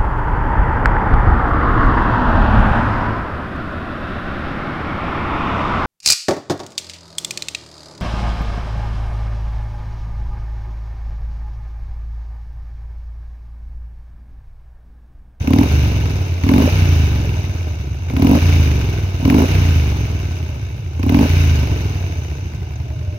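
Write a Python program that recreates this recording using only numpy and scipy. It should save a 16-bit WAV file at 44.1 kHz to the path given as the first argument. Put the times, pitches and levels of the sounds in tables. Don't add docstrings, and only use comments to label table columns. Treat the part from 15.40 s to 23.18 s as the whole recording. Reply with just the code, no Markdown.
import sys
import numpy as np
from scipy import signal
from scipy.fft import rfft, irfft, next_fast_len
from scipy.io import wavfile
from scipy.ndimage import uniform_filter1d, map_coordinates

SR = 44100
rng = np.random.default_rng(int(sys.argv[2]) if len(sys.argv) > 2 else 0)


def wrap_up_sound(samples):
    columns = np.atleast_2d(samples).T
    tamed = np.clip(columns, -1, 1)
    steps = np.round(tamed * 32767).astype(np.int16)
    wavfile.write(sys.argv[1], SR, steps)


N = 343098

# (pick-up [s], opens [s], fully open [s], eases [s], shut [s], top speed [rpm],
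# run-down time constant [s], level offset [dB])
BLIPS = [(0.022, 0.026, 0.113, 0.21, 0.272, 3035, 1.426, 1.6),
         (0.936, 1.009, 1.103, 1.205, 1.295, 3686, 1.348, 0),
         (2.6, 2.666, 2.838, 2.96, 2.99, 3490, 1.318, 0.7),
         (3.722, 3.798, 3.882, 4.02, 4.06, 3704, 1.336, -0.5),
         (5.509, 5.553, 5.735, 5.83, 5.868, 3520, 1.356, 0)]
# (speed [rpm], thump [dB], gas rush [dB], clatter [dB])
COAST_LEVELS = [(1120, -22, -40, -46.5), (1410, -24, -39.5, -45.5), (2060, -20, -36, -40.5),
                (2730, -16.5, -30.5, -36), (3223, -10.5, -32.5, -32.5), (3680, -11.5, -28.5, -31)]
# (time [s], relative level [dB])
GULPS = [(0.259, -27), (1.275, -17), (2.973, -20), (4.043, -22), (5.856, -23.5)]
# (time [s], level [dB])
WHISTLE_LEVELS = [(0, -55), (4.2, -62), (4.8, -53), (5.5, -72), (6.6, -52), (7.05, -54), (7.4, -90)]
# (frequency [Hz], gain [dB])
EXHAUST_PIPE = [(25, -31.5), (38, -25.5), (52, -14.5), (66, -5), (83, 2.5), (100, -4), (125, -9),
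                (155, -11.5), (190, -22), (235, -22.5), (285, -20), (350, -36), (600, -42.5), (1500, -87)]
SILENCER_CHURN = [(35, -36), (55, -11.5), (72, -1), (85, 0.5), (100, 2.5), (135, -8), (190, -20.5),
                  (400, -66)]
GAS_RUSH = [(100, -22), (200, 2), (310, 6), (420, 2.5), (520, -5), (640, -3.5), (780, -6), (980, -6),
            (1200, -19.5), (2000, -41.5)]
CHAIN_COVER = [(400, -25), (560, -2), (620, 7), (700, 4), (820, 4.5), (1000, -10), (1600, -13)]
AIR_BOX = [(50, -47), (130, -11), (200, -5), (240, 2.5), (268, 6), (300, -1.5), (350, -17), (450, -46),
           (650, -31.5), (1100, -23.5), (2500, -82)]
THROTTLE_CHOKE = [(250, -40), (450, 11.5), (610, 19.5), (720, -15), (1000, -16), (1800, -33)]
# (frequency [Hz], gain [dB])
ENGINE_CASES = [(500, -3), (1000, -4), (1300, -2.5), (1540, 0), (1850, -6.5), (2300, -0.5), (2800, 0.5),
                (3200, -8), (3650, -4.5), (4400, -9), (5500, -7), (6400, -6), (6900, -17), (7600, -39)]
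AIR_HISS = [(5000, -22), (7500, -34), (8500, -7.5), (9800, 0.5), (12000, 3), (15700, 1)]
PISTON_KNOCK = [(300, -19), (950, -3), (1700, -3.5), (2450, 5), (3200, -8), (6300, -11.5), (7500, -33),
                (10000, -25), (15000, -22)]
# (frequency [Hz], width [Hz], gain [dB])
FIN_MODES = [(1520, 130, 2), (2250, 110, 0), (2645, 50, -2), (3560, 70, -4), (4870, 50, -8), (5380, 60, -8),
             (6155, 65, -2)]
# (frequency [Hz], left-right correlation [0-1])
COHERENCE = [(290, 1), (640, 0.65), (1400, 0.14), (6000, 0.15)]
# (frequency [Hz], left minus right [dB])
TANK_SHADE = [(200, -.4), (500, -2), (770, -3), (1170, 4.5), (1790, 2), (2740, -4.5), (4190, 9.5),
              (6410, 9), (9810, 1.5), (12500, -4)]

START_RPM, IDLE_RPM = 1800, 1060
OVERRUN_S, HOLD_S = .0606, .1024
OPEN_THUMP_DB, OPEN_RUSH_BOOST_DB, OPEN_CLATTER_BOOST_DB = -14.5, 8, 1.5
ROAR_BOOST_DB, ROAR_FROM_RPM, ROAR_FULL_RPM = 3, 2750, 3240
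CHAIN_DRIVE_DB, SLACK_DRIVE_DB, SLACK_BELOW_RPM = -51.5, -47.5, 1500
KNOCK_OVER_CLATTER_DB, PING_DB, PING_END_RPM, PING_FADE_RPM = 3.5, -22, 3310, 1000
LEFT_LAG_S, BAND_LIMIT_HZ = .00028, 15830


def amp(db):
    return 10 ** (np.asarray(db) / 20)


def unit_rms(x):
    return x / np.sqrt(np.mean(np.atleast_2d(x).mean(0) ** 2) + 1e-20)


def steady_rms(x, window=5000):
    power = uniform_filter1d(uniform_filter1d(x ** 2, size=window), size=window)
    return x / np.sqrt(np.abs(power) + 1e-14)


def log_interp(points, hz):
    knots_hz, values = np.transpose(points)
    return np.interp(np.log(hz + 1), np.log(knots_hz + 1), values)


def filtered(x, response):
    size = next_fast_len(N + SR // 2)
    return irfft(rfft(x, size) * response(np.fft.rfftfreq(size, 1 / SR)), size)[..., :N]


def ring(x, spectrum, size=16384):
    cepstrum = irfft(np.log(amp(log_interp(spectrum, np.fft.rfftfreq(size, 1 / SR)))))
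    cepstrum[1:size // 2] *= 2
    cepstrum[size // 2 + 1:] = 0
    impulse_response = irfft(np.exp(rfft(cepstrum)))
    return signal.fftconvolve(np.atleast_2d(x), impulse_response[None], axes=1)[:, :N]


def stereo_noise():
    def mid_side_gains(hz):
        angle = np.arccos(np.clip(log_interp(COHERENCE, hz), 0, 1)) / 2
        return np.array([np.cos(angle), np.sin(angle)])
    mid, side = filtered(rng.standard_normal((2, N)), mid_side_gains)
    return np.array([mid + side, mid - side])


def reflections(x, t60_s):
    t = np.arange(SR // 2) / SR
    tail = rng.standard_normal((2, len(t))) * amp(-60 * t / t60_s)
    tail /= np.linalg.norm(tail, axis=1, keepdims=True)
    return signal.fftconvolve(x, tail, axes=1)[:, :N]


def wobble(rate_hz):
    knots = rng.standard_normal(int(N * rate_hz / SR) + 4)
    return map_coordinates(knots, [np.arange(N) * rate_hz / SR])


def strokes(cycle, phase, spread_db, jitter_s=0):
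    at = np.searchsorted(cycle, np.arange(-1, cycle[-1] + 1) + phase)
    at = at[(at > 0) & (at < N)]
    size, shift = rng.standard_normal((len(at), 2)).T
    gains = amp(np.broadcast_to(spread_db, N)[at] * size)
    jittered = np.clip(at + shift * jitter_s * SR, 0, N - 1).astype(int)
    return np.bincount(jittered, gains, N)


def puffs(hits, rise_s):
    age = np.arange(SR // 8) / SR / rise_s
    return signal.fftconvolve(hits, age * np.exp(1 - age))[:N]


def revs():
    t = np.arange(N) / SR
    throttle, rpm, offset_db = 0, START_RPM, BLIPS[0][-1]
    for pickup_s, open_s, full_s, ease_s, shut_s, top_rpm, run_down_s, db in BLIPS:
        throttle = throttle + np.interp(t, [open_s, full_s, ease_s, shut_s], [0, 1, 1, 0])
        ramp = np.interp(t, [pickup_s, shut_s + OVERRUN_S], [0, 1])
        pull = ramp * ramp * (3 - 2 * ramp)
        coast_rpm = top_rpm * np.exp(-np.maximum(t - shut_s - HOLD_S, 0) / run_down_s)
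        rpm = rpm + pull * (coast_rpm - rpm)
        offset_db = offset_db + pull * (db - offset_db)
    return throttle, np.maximum(rpm, IDLE_RPM), offset_db


def layer_levels(rpm, throttle, offset_db):
    speeds_rpm, *columns = np.transpose(COAST_LEVELS)
    thump_db, rush_db, clatter_db = [np.interp(rpm, speeds_rpm, db) + offset_db for db in columns]
    load = throttle ** .43
    roar_db = np.interp(rpm, [ROAR_FROM_RPM, ROAR_FULL_RPM], [0, ROAR_BOOST_DB])
    return (thump_db + load * (OPEN_THUMP_DB - thump_db),
            rush_db + load * (OPEN_RUSH_BOOST_DB + roar_db),
            clatter_db + load * OPEN_CLATTER_BOOST_DB)


def exhaust(cycle, rpm, thump_db):
    slow = np.clip((3000 - rpm) / 1600, 0, 1)
    spread_db = 1.6 + 1.6 * slow
    strong = strokes(cycle, -.045, spread_db, jitter_s=.0002)
    weak = (.56 + .13 * slow) * strokes(cycle, .55, spread_db, jitter_s=.0002)
    boom = -ring(strong + weak, EXHAUST_PIPE)
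    soft = filtered(boom, lambda hz: 1 / (1 + (hz / 140) ** 4))
    thump = steady_rms((1 - slow) * boom + slow * soft)
    churn = (.15 + slow ** 2) * steady_rms(ring(rng.standard_normal(N), SILENCER_CHURN), window=1500)
    t = np.arange(N) / SR
    falter = sum(np.exp(-((t - shut_s - .01) / .019) ** 2) for _, _, _, _, shut_s, *_ in BLIPS)
    return amp(thump_db - 8.8 * falter + slow * wobble(10)) * steady_rms(thump + churn)


def gas_rush(cycle, rush_db):
    hits = strokes(cycle, -.03, spread_db=2) + .7 * strokes(cycle, .5, spread_db=2)
    flow = .7 + puffs(hits, rise_s=.004)
    return amp(rush_db) * unit_rms(ring(stereo_noise() * flow, GAS_RUSH))


def chain_whine(cycle, rpm):
    def mesh(teeth):
        return amp(4 * wobble(14)) * np.sin(4 * np.pi * teeth * cycle + 1.5 * wobble(75))
    slack = np.interp(rpm, [IDLE_RPM, SLACK_BELOW_RPM], [1, 0])
    small = amp(CHAIN_DRIVE_DB) * mesh(teeth=19)
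    large = amp(SLACK_DRIVE_DB) * slack * mesh(teeth=34)
    return ring(small + large, CHAIN_COVER)


def clatter(cycle, clatter_db):
    def fin_response(hz):
        return sum(amp(db) * 1j * hz * width_hz / (mode_hz ** 2 - hz ** 2 + 1j * hz * width_hz)
                   for mode_hz, width_hz, db in FIN_MODES)
    ticks = sum(strokes(cycle, phase, spread_db=3, jitter_s=.0005) for phase in (.1, .27, .5, .76))
    rattle = stereo_noise() * (1 + .41 * puffs(ticks, rise_s=.003))
    rattle = rattle + .5 * reflections(rattle, t60_s=.079)
    cases = amp(clatter_db + .09) * unit_rms(ring(rattle, ENGINE_CASES))
    taps = stereo_noise() * (.3 + puffs(ticks, rise_s=.0012))
    fins = amp(.7 * clatter_db - 21) * unit_rms(filtered(taps, fin_response))
    suction = 1 + .25 * np.cos(2 * np.pi * (cycle - .08))
    hiss = amp(1.196 * clatter_db - 6.5) * unit_rms(ring(rattle * suction, AIR_HISS))
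    return cases + fins + hiss


def whistle(centre_hz=6150, half_width_hz=55):
    level_db = np.interp(np.arange(N) / SR, *np.transpose(WHISTLE_LEVELS))
    band = filtered(stereo_noise(), lambda hz: 1 / (1 + ((hz - centre_hz) / half_width_hz) ** 2))
    return amp(level_db) * unit_rms(band)


def piston_knock(cycle, rpm, throttle, clatter_db):
    lugging = throttle * np.clip((PING_END_RPM - rpm) / PING_FADE_RPM, 0, 1)
    force = amp(clatter_db + KNOCK_OVER_CLATTER_DB) + amp(PING_DB) * lugging
    hits = force * strokes(cycle, -.04, spread_db=1.4)
    return puffs(hits, rise_s=.0017) * unit_rms(ring(stereo_noise(), PISTON_KNOCK))


def intake(cycle, throttle):
    rear = throttle * strokes(cycle, .03, spread_db=.8, jitter_s=.0002)
    front = throttle * strokes(cycle, .49, spread_db=.8, jitter_s=.0002)
    box = -ring(rear + .98 * front, AIR_BOX)
    column = filtered(front, lambda hz: -1j * hz * 30 / (262 ** 2 - hz ** 2 + 1j * hz * 30))
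    bark = amp(-22) * unit_rms(box + .32 * column)
    draught = stereo_noise() * puffs(rear + .8 * front, rise_s=.0018)
    rasp = amp(-33.5) * unit_rms(ring(draught, GAS_RUSH))
    hiss = amp(-51.5) * unit_rms(ring(draught, AIR_HISS))
    return bark + rasp + hiss


def throttle_gulps():
    hits = np.zeros(N)
    for time_s, db in GULPS:
        hits[int(time_s * SR)] = amp(db)
    choke = ring(hits, THROTTLE_CHOKE)
    return amp(5) * hits.max() * choke / np.abs(choke).max()


def microphone_response(hz):
    sides = [.5, -.5]
    shade = amp(np.outer(sides, log_interp(TANK_SHADE, hz)))
    lag = np.exp(-2j * np.pi * LEFT_LAG_S * np.outer(sides, hz))
    return lag * shade / np.sqrt(np.mean(shade ** 2, 0))


def scene():
    throttle, rpm, offset_db = revs()
    cycle = -.145 + np.cumsum(rpm / 120) / SR
    thump_db, rush_db, clatter_db = layer_levels(rpm, throttle, offset_db)
    bike = (exhaust(cycle, rpm, thump_db) + gas_rush(cycle, rush_db)
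            + chain_whine(cycle, rpm) + clatter(cycle, clatter_db) + whistle()
            + piston_knock(cycle, rpm, throttle, clatter_db)
            + intake(cycle, throttle) + throttle_gulps())
    return filtered(bike, microphone_response)


def record(dry):
    clipped = dry / (1 + np.abs(dry) ** 8) ** (1 / 8)
    return filtered(clipped, lambda hz: hz < BAND_LIMIT_HZ)


dry = scene()
out = record(dry)
wrap_up_sound(out)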